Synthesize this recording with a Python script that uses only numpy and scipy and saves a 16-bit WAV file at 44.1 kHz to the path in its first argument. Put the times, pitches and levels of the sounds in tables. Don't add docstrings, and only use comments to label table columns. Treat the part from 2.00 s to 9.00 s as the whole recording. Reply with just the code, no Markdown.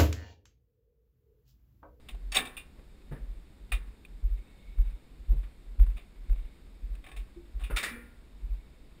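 import sys
import numpy as np
from scipy import signal
from scipy.fft import rfft, irfft
from scipy.io import wavfile

SR = 44100
rng = np.random.default_rng(int(sys.argv[2]) if len(sys.argv) > 2 else 0)


def wrap_up_sound(samples):
    columns = np.atleast_2d(samples).T
    tamed = np.clip(columns, -1, 1)
    steps = np.round(tamed * 32767).astype(np.int16)
    wavfile.write(sys.argv[1], SR, steps)


N = 308700
T = np.arange(N) / SR
HIT_T = T[:27000]

# f/Hz, relative density/dB
STEEL_SPECTRUM = [(120, -17.5), (450, -13.5), (750, -2), (950, -14.5), (1150, -1.5), (1450, -9), (1900, -3),
                  (2450, -2.5), (3000, -5), (3700, -5), (4300, -13.5), (7300, -14), (9400, -16.5),
                  (15500, -21)]
# f/Hz, level/dB, T60/s
DOOR_MODES = [(753, -24, 0.5), (1020, -26, 0.4), (1101.4, -13, 0.47), (1654, -18.5, .2), (1698, -13, 0.13),
              (1790, -13.5, 0.48), (2080, -15, .17), (2344, -13, 0.25), (2600, -12.5, .24),
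              (2889, -21.5, 0.21), (3240, -19, 0.093), (3600, -19, .27), (8400, -26.5, 0.18),
              (9450, -28.5, 0.22), (10100, -34, 0.42)]
# t/s, level/dB
BOLT_IMPACTS = [(.3695, -30.5), (.387, -40), (.451, -44.5)]
def bolt(free_s=.319, free_db=-41.5, slip_s=.345, gap_s=.0061, slip_db=-32.5, growth_db=.5):
    out = np.zeros(N)
    release = contact(STEEL_SPECTRUM, DOOR_MODES, t60=.5, part_hz=2730, part_db=5, bass_db=-.5,
                      treble_db=-2, modes_db=2, box_db=-21, crack_db=-10.5, bolt_db=4.5)
    add(out, free_s, from_db(free_db) * release)
    for k in range(4):
        slip = contact(STEEL_SPECTRUM, DOOR_MODES, t60=.14, part_hz=2700, part_db=7.5, bass_db=.5,
                       treble_db=.5, modes_db=-2.5, box_db=-17, crack_db=-11.5, bolt_db=-2)
        add(out, slip_s + k * gap_s, from_db(slip_db + k * growth_db) * slip)
    for s, db in BOLT_IMPACTS:
        stop = contact(STEEL_SPECTRUM, DOOR_MODES, t60=.13, part_hz=750, part_db=6.5, bass_db=4.5,
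                       treble_db=2, modes_db=2, box_db=-14, crack_db=-11.5)
        add(out, s, from_db(db) * stop)
    return out


# t/s, level/dB, rattle T60/s, struck part f/Hz, bass/dB,
# treble/dB, hook/dB
LATCH_SNAPS = [(.086, -48.5, 0.12, 2830, 7, 2.5, -7), (.1455, -54, 0.046, 850, 16, -9, -24),
               (.568, -45.5, 0.19, 2600, -9, -1.5, 2), (1.7192, -33, 0.15, 1950, -2, -5, -4.5),
               (2.0505, -58, 0.04, 2700, -8, -2.5, 5), (3.43, -60, 0.2, 1500, 7, -11, -14),
               (3.968, -57.5, 0.23, 2470, 20, -1.5, -7), (4.952, -54.5, 0.023, 3620, 6, 8, -20),
               (5.163, -53.5, 0.19, 2400, 3, 3.5, -9), (5.637, -47, 0.22, 2420, -10, -6.5, -4.5)]
# f/Hz, level/dB, undamped T60/s
FREE_HOOK_MODES = [(2490, -1.5, 0.059), (2440, 2.5, 0.16), (2507, 1.5, 0.08), (2750, -2, 0.18),
                   (2880, -7, 0.13), (3400, -10, .1), (3603, -10, 0.12), (8250, -21, 0.12),
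                   (9120, -11, 0.13), (9640, -15.5, .11), (14650, -16, .11)]
def latches(free_rattle_t60=.18):
    out = np.zeros(N)
    for s, db, t60, part_hz, bass_db, treble_db, hook_db in LATCH_SNAPS:
        snap = contact(STEEL_SPECTRUM, DOOR_MODES, t60, part_hz, part_db=5.5, bass_db=bass_db,
                       treble_db=treble_db, modes_db=-12, box_db=-21, crack_db=-11)
        hook_modes = [(hz, level, free * t60 / free_rattle_t60) for hz, level, free in FREE_HOOK_MODES]
        hook = ring(hook_modes, spread_db=2.5)
        add(out, s, from_db(db) * (snap + from_db(hook_db) * hook))
    return out


# f/Hz, relative density/dB
CATCH_SPECTRUM = [(120, -24), (450, -9), (750, -6.5), (1000, -9.5), (1350, 0.5), (1600, -6.5), (1950, -2),
                  (2450, -7.5), (3000, -8.5), (3600, -8), (4500, -12), (6000, -9.5), (9000, -20),
                  (15500, -26.5)]
# f/Hz, level/dB, T60/s
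DOOR_CATCH_MODES = [(1142, -17.5, 0.67), (1412, -20, 0.9), (1800, -12.5, 0.75), (1936, -3, 0.2),
                    (2230, -9, 0.28), (2350, -12, 0.45), (2870, -22, 0.45), (3350, -19, 0.32),
                    (3634, -15, 0.36), (9189, -36, .29), (9970, -25, 0.5)]
# t/s, level/dB, struck part f/Hz, treble/dB
CATCH_BLOWS = [(5.762, -35, 2430, 2.5), (5.829, -37, 1886, 2.5), (5.878, -48, 1935, -5)]
# delay/s, level/dB, rattle T60/s, bass/dB, treble/dB, modes/dB, load box/dB
CHATTER = [(0, -4, 0.14, -0.5, 5.5, -15, -19), (.006, 1, 0.14, -3, 2, -6, -13),
           (.017, -1.5, .22, -15.5, -1.5, -0.5, -3)]
def side_catch():
    out = np.zeros(N)
    for s, db, part_hz, blow_treble_db in CATCH_BLOWS:
        for delay, touch_db, t60, bass_db, treble_db, modes_db, box_db in CHATTER:
            touch = contact(CATCH_SPECTRUM, DOOR_CATCH_MODES, t60, part_hz, part_db=10,
                            bass_db=bass_db, treble_db=blow_treble_db + treble_db,
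                            modes_db=modes_db, box_db=box_db, crack_db=3.5)
            add(out, s + delay, from_db(db + touch_db) * touch)
    return out


# f/Hz, relative density/dB
LEAF_SPECTRUM = [(100, 4), (230, 4.5), (450, 1.5), (700, -9.5), (900, -9.5), (1200, -11.5), (1900, -15.5),
                 (2600, -19.5), (4000, -36), (8000, -46), (12000, -19), (15500, -47)]
# t/s, level/dB, rattle T60/s, struck part f/Hz, bass/dB
LEAF_KNOCKS = [(.785, -57, .08, 592, 4), (1.112, -49, 0.29, 1770, 8), (3.31, -59.5, 0.24, 165, 13.5),
               (5.699, -32.5, 0.15, 1339, -8)]
# delay/s, level/dB
LEAF_BOUNCES = [(0, -3), (.008, 1), (.04, -10.5)]
def knocks():
    out = np.zeros(N)
    for s, db, t60, part_hz, bass_db in LEAF_KNOCKS:
        for delay, bounce_db in LEAF_BOUNCES:
            knock = contact(LEAF_SPECTRUM, DOOR_MODES, t60, part_hz, part_db=7.5, bass_db=bass_db,
                            treble_db=-.5, modes_db=-21, box_db=-16, crack_db=2, bolt_db=-34)
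            add(out, s + delay, from_db(db + bounce_db) * knock)
    return out


# f/Hz, level/dB, T60/s
STEEL_BOLT_MODES = [(4200, -10, .06), (4620, -3, .07), (5480, 0, .065), (6610, 0, .065), (7400, -3, .06),
                    (9400, -12, .06)]
# f/Hz, relative density/dB
BOX_SPECTRUM = [(120, 6), (250, 9), (450, 9.5), (700, -4), (1200, 2.5), (1900, 0.5), (2500, -7.5),
                (3500, -21), (5000, -20.5), (8000, -23.5), (10300, -14), (15500, -19)]
def contact(spectrum, modes, t60, part_hz, part_db, bass_db, treble_db, modes_db, box_db, crack_db,
            bolt_db=-24, crack_t60=.018, attack_s=.002, box_swell_s=.013, box_t60=.57):
    size = len(HIT_T)
    envelope = decay(t60) * grainy(size, depth_db=1.5, grain_s=.0012)
    envelope += from_db(crack_db) * decay(crack_t60)
    rattle = noise(spectrum, size, bass_db, treble_db, part_hz, part_db) * envelope
    tones = from_db(modes_db) * ring(modes, spread_db=2.23)
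    tones += from_db(bolt_db) * ring(STEEL_BOLT_MODES, spread_db=2.5)
    box = noise(BOX_SPECTRUM, size, bass_db / 2, treble_db / 2, part_hz, part_db)
    box *= decay(box_t60) * (1 - np.exp(-HIT_T / box_swell_s))
    attack = 1 - np.exp(-HIT_T / attack_s)
    return (rattle + tones + from_db(box_db) * box) * attack


# t/s, f/Hz, level/dB, rise/s, T60/s
SHEET_BOOMS = [(0.386, 255.3, -44, 0.014, 0.35), (1.108, 139, -36.5, 0.0064, 0.26),
               (3.306, 130, -38, 0.02, 0.19), (5.35, 345, -43, 0.025, 0.26),
               (5.905, 237.3, -41, 0.01, 0.56), (5.93, 485, -57, 0.04, 0.53)]
def booms(waver_db=-9):
    out = np.zeros(N)
    for s, hz, db, rise, t60 in SHEET_BOOMS:
        swell = np.minimum(HIT_T / rise, 1) ** 2
        fall = np.minimum(decay(t60) * 1000 ** (rise / t60), 1)
        waver = 1 + from_db(waver_db) * noise([(30, 25.5), (200, -17), (1000, -69.5)], len(HIT_T))
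        add(out, s, from_db(db) * swell * fall * waver * np.sin(2 * np.pi * hz * HIT_T))
    return out


# t/s, duration/s, level/dB, struck part f/Hz
HINGE_SCRAPES = [(5.028, .105, -55.5, 2280), (5.591, .04, -57.5, 1480)]
def hinge_grinding(slips=4, uneven_db=2):
    out = np.zeros(N)
    for s, length, db, part_hz in HINGE_SCRAPES:
        for k in range(slips):
            slip = contact(STEEL_SPECTRUM, DOOR_MODES, t60=.091, part_hz=part_hz, part_db=6,
                           bass_db=14, treble_db=-.5, modes_db=2.5, box_db=-11.5, crack_db=-6)
            onset = s + length * (k + rng.uniform(0, .5)) / slips
            add(out, onset, from_db(db + uneven_db * rng.standard_normal()) * slip)
    return out


# centre t/s, half-width/s, level/dB
DOOR_SWINGS = [(2.696, 0.34, -71.5), (4.398, .2, -72), (6.609, 0.19, -77)]
# f/Hz, relative density/dB
RUB_SPECTRUM = [(1700, -22), (2100, -10), (2210, 1), (2400, -14.5), (3300, -20), (3780, -11), (4200, -28),
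                (9000, -36)]
def hinge_rubbing():
    swell = sum(from_db(db) * gaussian(T - s, half) for s, half, db in DOOR_SWINGS)
    return swell * noise(RUB_SPECTRUM, N) * grainy(N, depth_db=1.5, grain_s=.025)


# t/s, level/dB, half-width/s
CASE_CHIRPS = [(0.366, -29.5, 0.0014), (0.3719, -16, 0.0021), (0.389, -39.5, 0.0059), (0.404, -43, 0.01),
               (0.473, -47, 0.0032)]
# f/Hz, level/dB
CASE_TONES = [(3600, 0.5), (3760, -2.5), (8350, -12)]
def case_chirps():
    swell = sum(from_db(db) * gaussian(T - s, half) for s, db, half in CASE_CHIRPS)
    return swell * sum(from_db(db) * np.sin(2 * np.pi * hz * T) for hz, db in CASE_TONES)


# heel t/s, heel level/dB, sole level/dB, sway f/Hz, grit level/dB
FOOTFALLS = [(1.214, -31.5, -31, 41, -76), (1.727, -20, -34, 44.1, -67), (2.236, -18, -21, 42.5, -62),
             (2.784, -13.5, -24.5, 39.4, -56.5), (3.293, -13.5, -22, 42.6, -61),
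             (3.797, -8, -20, 42.3, -47.5), (4.297, -14.5, -27, 37.1, -51), (4.83, -28, -27.5, 42.2, -67),
             (5.548, -26.5, -25, 46, -68), (6.431, -27.5, -23.5, 44, -70)]
# delay/s, rising half-width/s
STRIDE_PHASES = [(-.085, 0.033), (0.019, 0.018), (.092, 0.024), (0.159, 0.016)]
# t/s, level/dB, rising half-width/s
DOOR_TUGS = [(0.148, -32.5, 0.022), (0.267, -32.5, 0.057), (1.126, -36.5, 0.027), (5.198, -31.5, .034),
             (5.742, -22.5, 0.02)]
TYPICAL_HEEL_DB = -18
def camera_thumps(tug_hz=43, swing_db=-39.5, push_db=-34, fall_ratio=1.3, overtone_db=-28,
                  thud_db=-33, whine_hz=12000, whine_db=-34):
    jolts = [(s, db, tug_hz, half) for s, db, half in DOOR_TUGS]
    for s, heel_db, sole_db, hz, _ in FOOTFALLS:
        vigour_db = .41 * (heel_db - TYPICAL_HEEL_DB)
        levels = swing_db + vigour_db, heel_db, sole_db, push_db + vigour_db
        jolts += [(s + delay, db, hz, half) for (delay, half), db in zip(STRIDE_PHASES, levels)]
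    sway, thud = np.zeros(N), np.zeros(N)
    for s, db, hz, half in jolts:
        near = slice(max(int((s - .25) * SR), 0), int((s + .25) * SR))
        t = T[near] - s
        pulse = from_db(db) * gaussian(t, half * np.where(t < 0, 1, fall_ratio))
        phase = 2 * np.pi * hz * t
        overtone = from_db(overtone_db - db) * pulse * np.cos(2 * phase)
        sway[near] += pulse * (np.cos(phase) + overtone)
        thud[near] += from_db(thud_db) * pulse
    thud *= noise([(40, -5), (72, 3), (100, -10.5), (300, -23), (1500, -56)], N)
    whine = from_db(whine_db) * sway * np.sin(2 * np.pi * whine_hz * T)
    return sway + thud + whine


# f/Hz, relative density/dB
CRUNCH_SPECTRUM = [(200, 10.5), (1100, 5), (2500, 2.5), (4000, -10.5), (9000, -14.5), (15500, -23.5)]
def grit(gap_s=.034, loss_db=2.5, t60=.04):
    cracks = np.zeros(N)
    for s, *_, db in FOOTFALLS:
        for k in range(4):
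            onset = s + k * gap_s * rng.uniform(.93, 1.07)
            add(cracks, onset, from_db(db - k * loss_db) * decay(t60))
    return cracks * noise(CRUNCH_SPECTRUM, N)


def clothes(rest_db=-73, step_db=-67.5, delay_s=.11, half_s=.14):
    cloth = noise(CRUNCH_SPECTRUM, N, bass_db=-10, peak_hz=2200, peak_db=5, peak_octaves=.024)
    swells = np.zeros(N)
    for s, heel_db, *_ in FOOTFALLS:
        vigour_db = .26 * (heel_db - TYPICAL_HEEL_DB)
        swells += from_db(step_db + vigour_db) * gaussian(T - s - delay_s, half_s)
    return np.hypot(from_db(rest_db), swells) * cloth * grainy(N, depth_db=3, grain_s=.018)


# f/Hz, relative density/dB
AIR_SPECTRUM = [(15, 7), (40, 14.5), (60, 10.5), (90, -3), (220, -3.5), (400, -10), (700, -18.5),
                (1500, -24), (2200, -23.5), (2700, -29), (4500, -27.5), (7500, -32), (9500, -44),
                (12000, -29.5), (15500, -48.5)]
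def yard_air(level_db=-51.5):
    return from_db(level_db) * noise(AIR_SPECTRUM, N)


def ring(modes, spread_db):
    strengths = from_db(rng.normal(0, spread_db, len(modes))) * rng.choice([-1, 1], len(modes))
    return sum(strength * from_db(db) * decay(t60) * np.sin(2 * np.pi * hz * HIT_T)
               for strength, (hz, db, t60) in zip(strengths, modes))


def noise(spectrum, size, bass_db=0, treble_db=0, peak_hz=1000, peak_db=0, peak_octaves=.25,
          bass_hz=900, treble_hz=3600):
    hz = np.maximum(np.fft.rfftfreq(size, 1 / SR), 1)
    points = np.array(spectrum)
    gain = from_db(np.interp(np.log(hz), np.log(points[:, 0]), points[:, 1]))
    gain /= np.sqrt(np.mean(gain ** 2))
    shelves = bass_db / (1 + (hz / bass_hz) ** 2) + treble_db / (1 + (treble_hz / hz) ** 2)
    peak = peak_db / (1 + (np.log2(hz / peak_hz) / peak_octaves) ** 2)
    return irfft(rfft(rng.standard_normal(size)) * gain * from_db(shelves + peak), size)


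def grainy(size, depth_db, grain_s):
    grain = (np.arange(size) / SR / grain_s).astype(int)
    gain = from_db(depth_db * np.clip(rng.standard_normal(size), -2, 2))[grain]
    return gain / np.sqrt(np.mean(gain ** 2))


def decay(t60):
    return np.exp(-np.log(1000) * HIT_T / t60)


def gaussian(t, half_width):
    return np.exp(-(t / half_width) ** 2)


def from_db(db):
    return 10 ** (np.asarray(db) / 20)


def add(out, s, sound):
    start = round(s * SR)
    out[start:start + len(sound)] += sound[:N - start]


def scene():
    doors = latches() + bolt() + hinge_grinding() + hinge_rubbing() + knocks() + side_catch() + booms()
    return (doors + case_chirps() + camera_thumps() + grit() + clothes() + yard_air())[None]


# f/Hz, bandwidth/Hz, gain/dB
CASE_RESONANCES = [(2550, 600, 2.5), (3663, 300, 6.5), (6010, 890, -13.5), (8380, 380, 9.5),
                   (9636, 890, 11.5), (11850, 2100, -9.5), (14650, 1100, 10)]
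def record(dry):
    for hz, width, db in CASE_RESONANCES:
        gain = from_db(db / 2)
        damping = np.tan(np.pi * width / SR)
        tuning = -2 * np.cos(2 * np.pi * hz / SR)
        numerator = [1 + damping * gain, tuning, 1 - damping * gain]
        denominator = [1 + damping / gain, tuning, 1 - damping / gain]
        dry = signal.lfilter(numerator, denominator, dry)
    low_pass = signal.ellip(10, .3, 80, 15700, fs=SR, output="sos")
    return signal.sosfilt(low_pass, dry)


dry = scene()
out = record(dry)
wrap_up_sound(out)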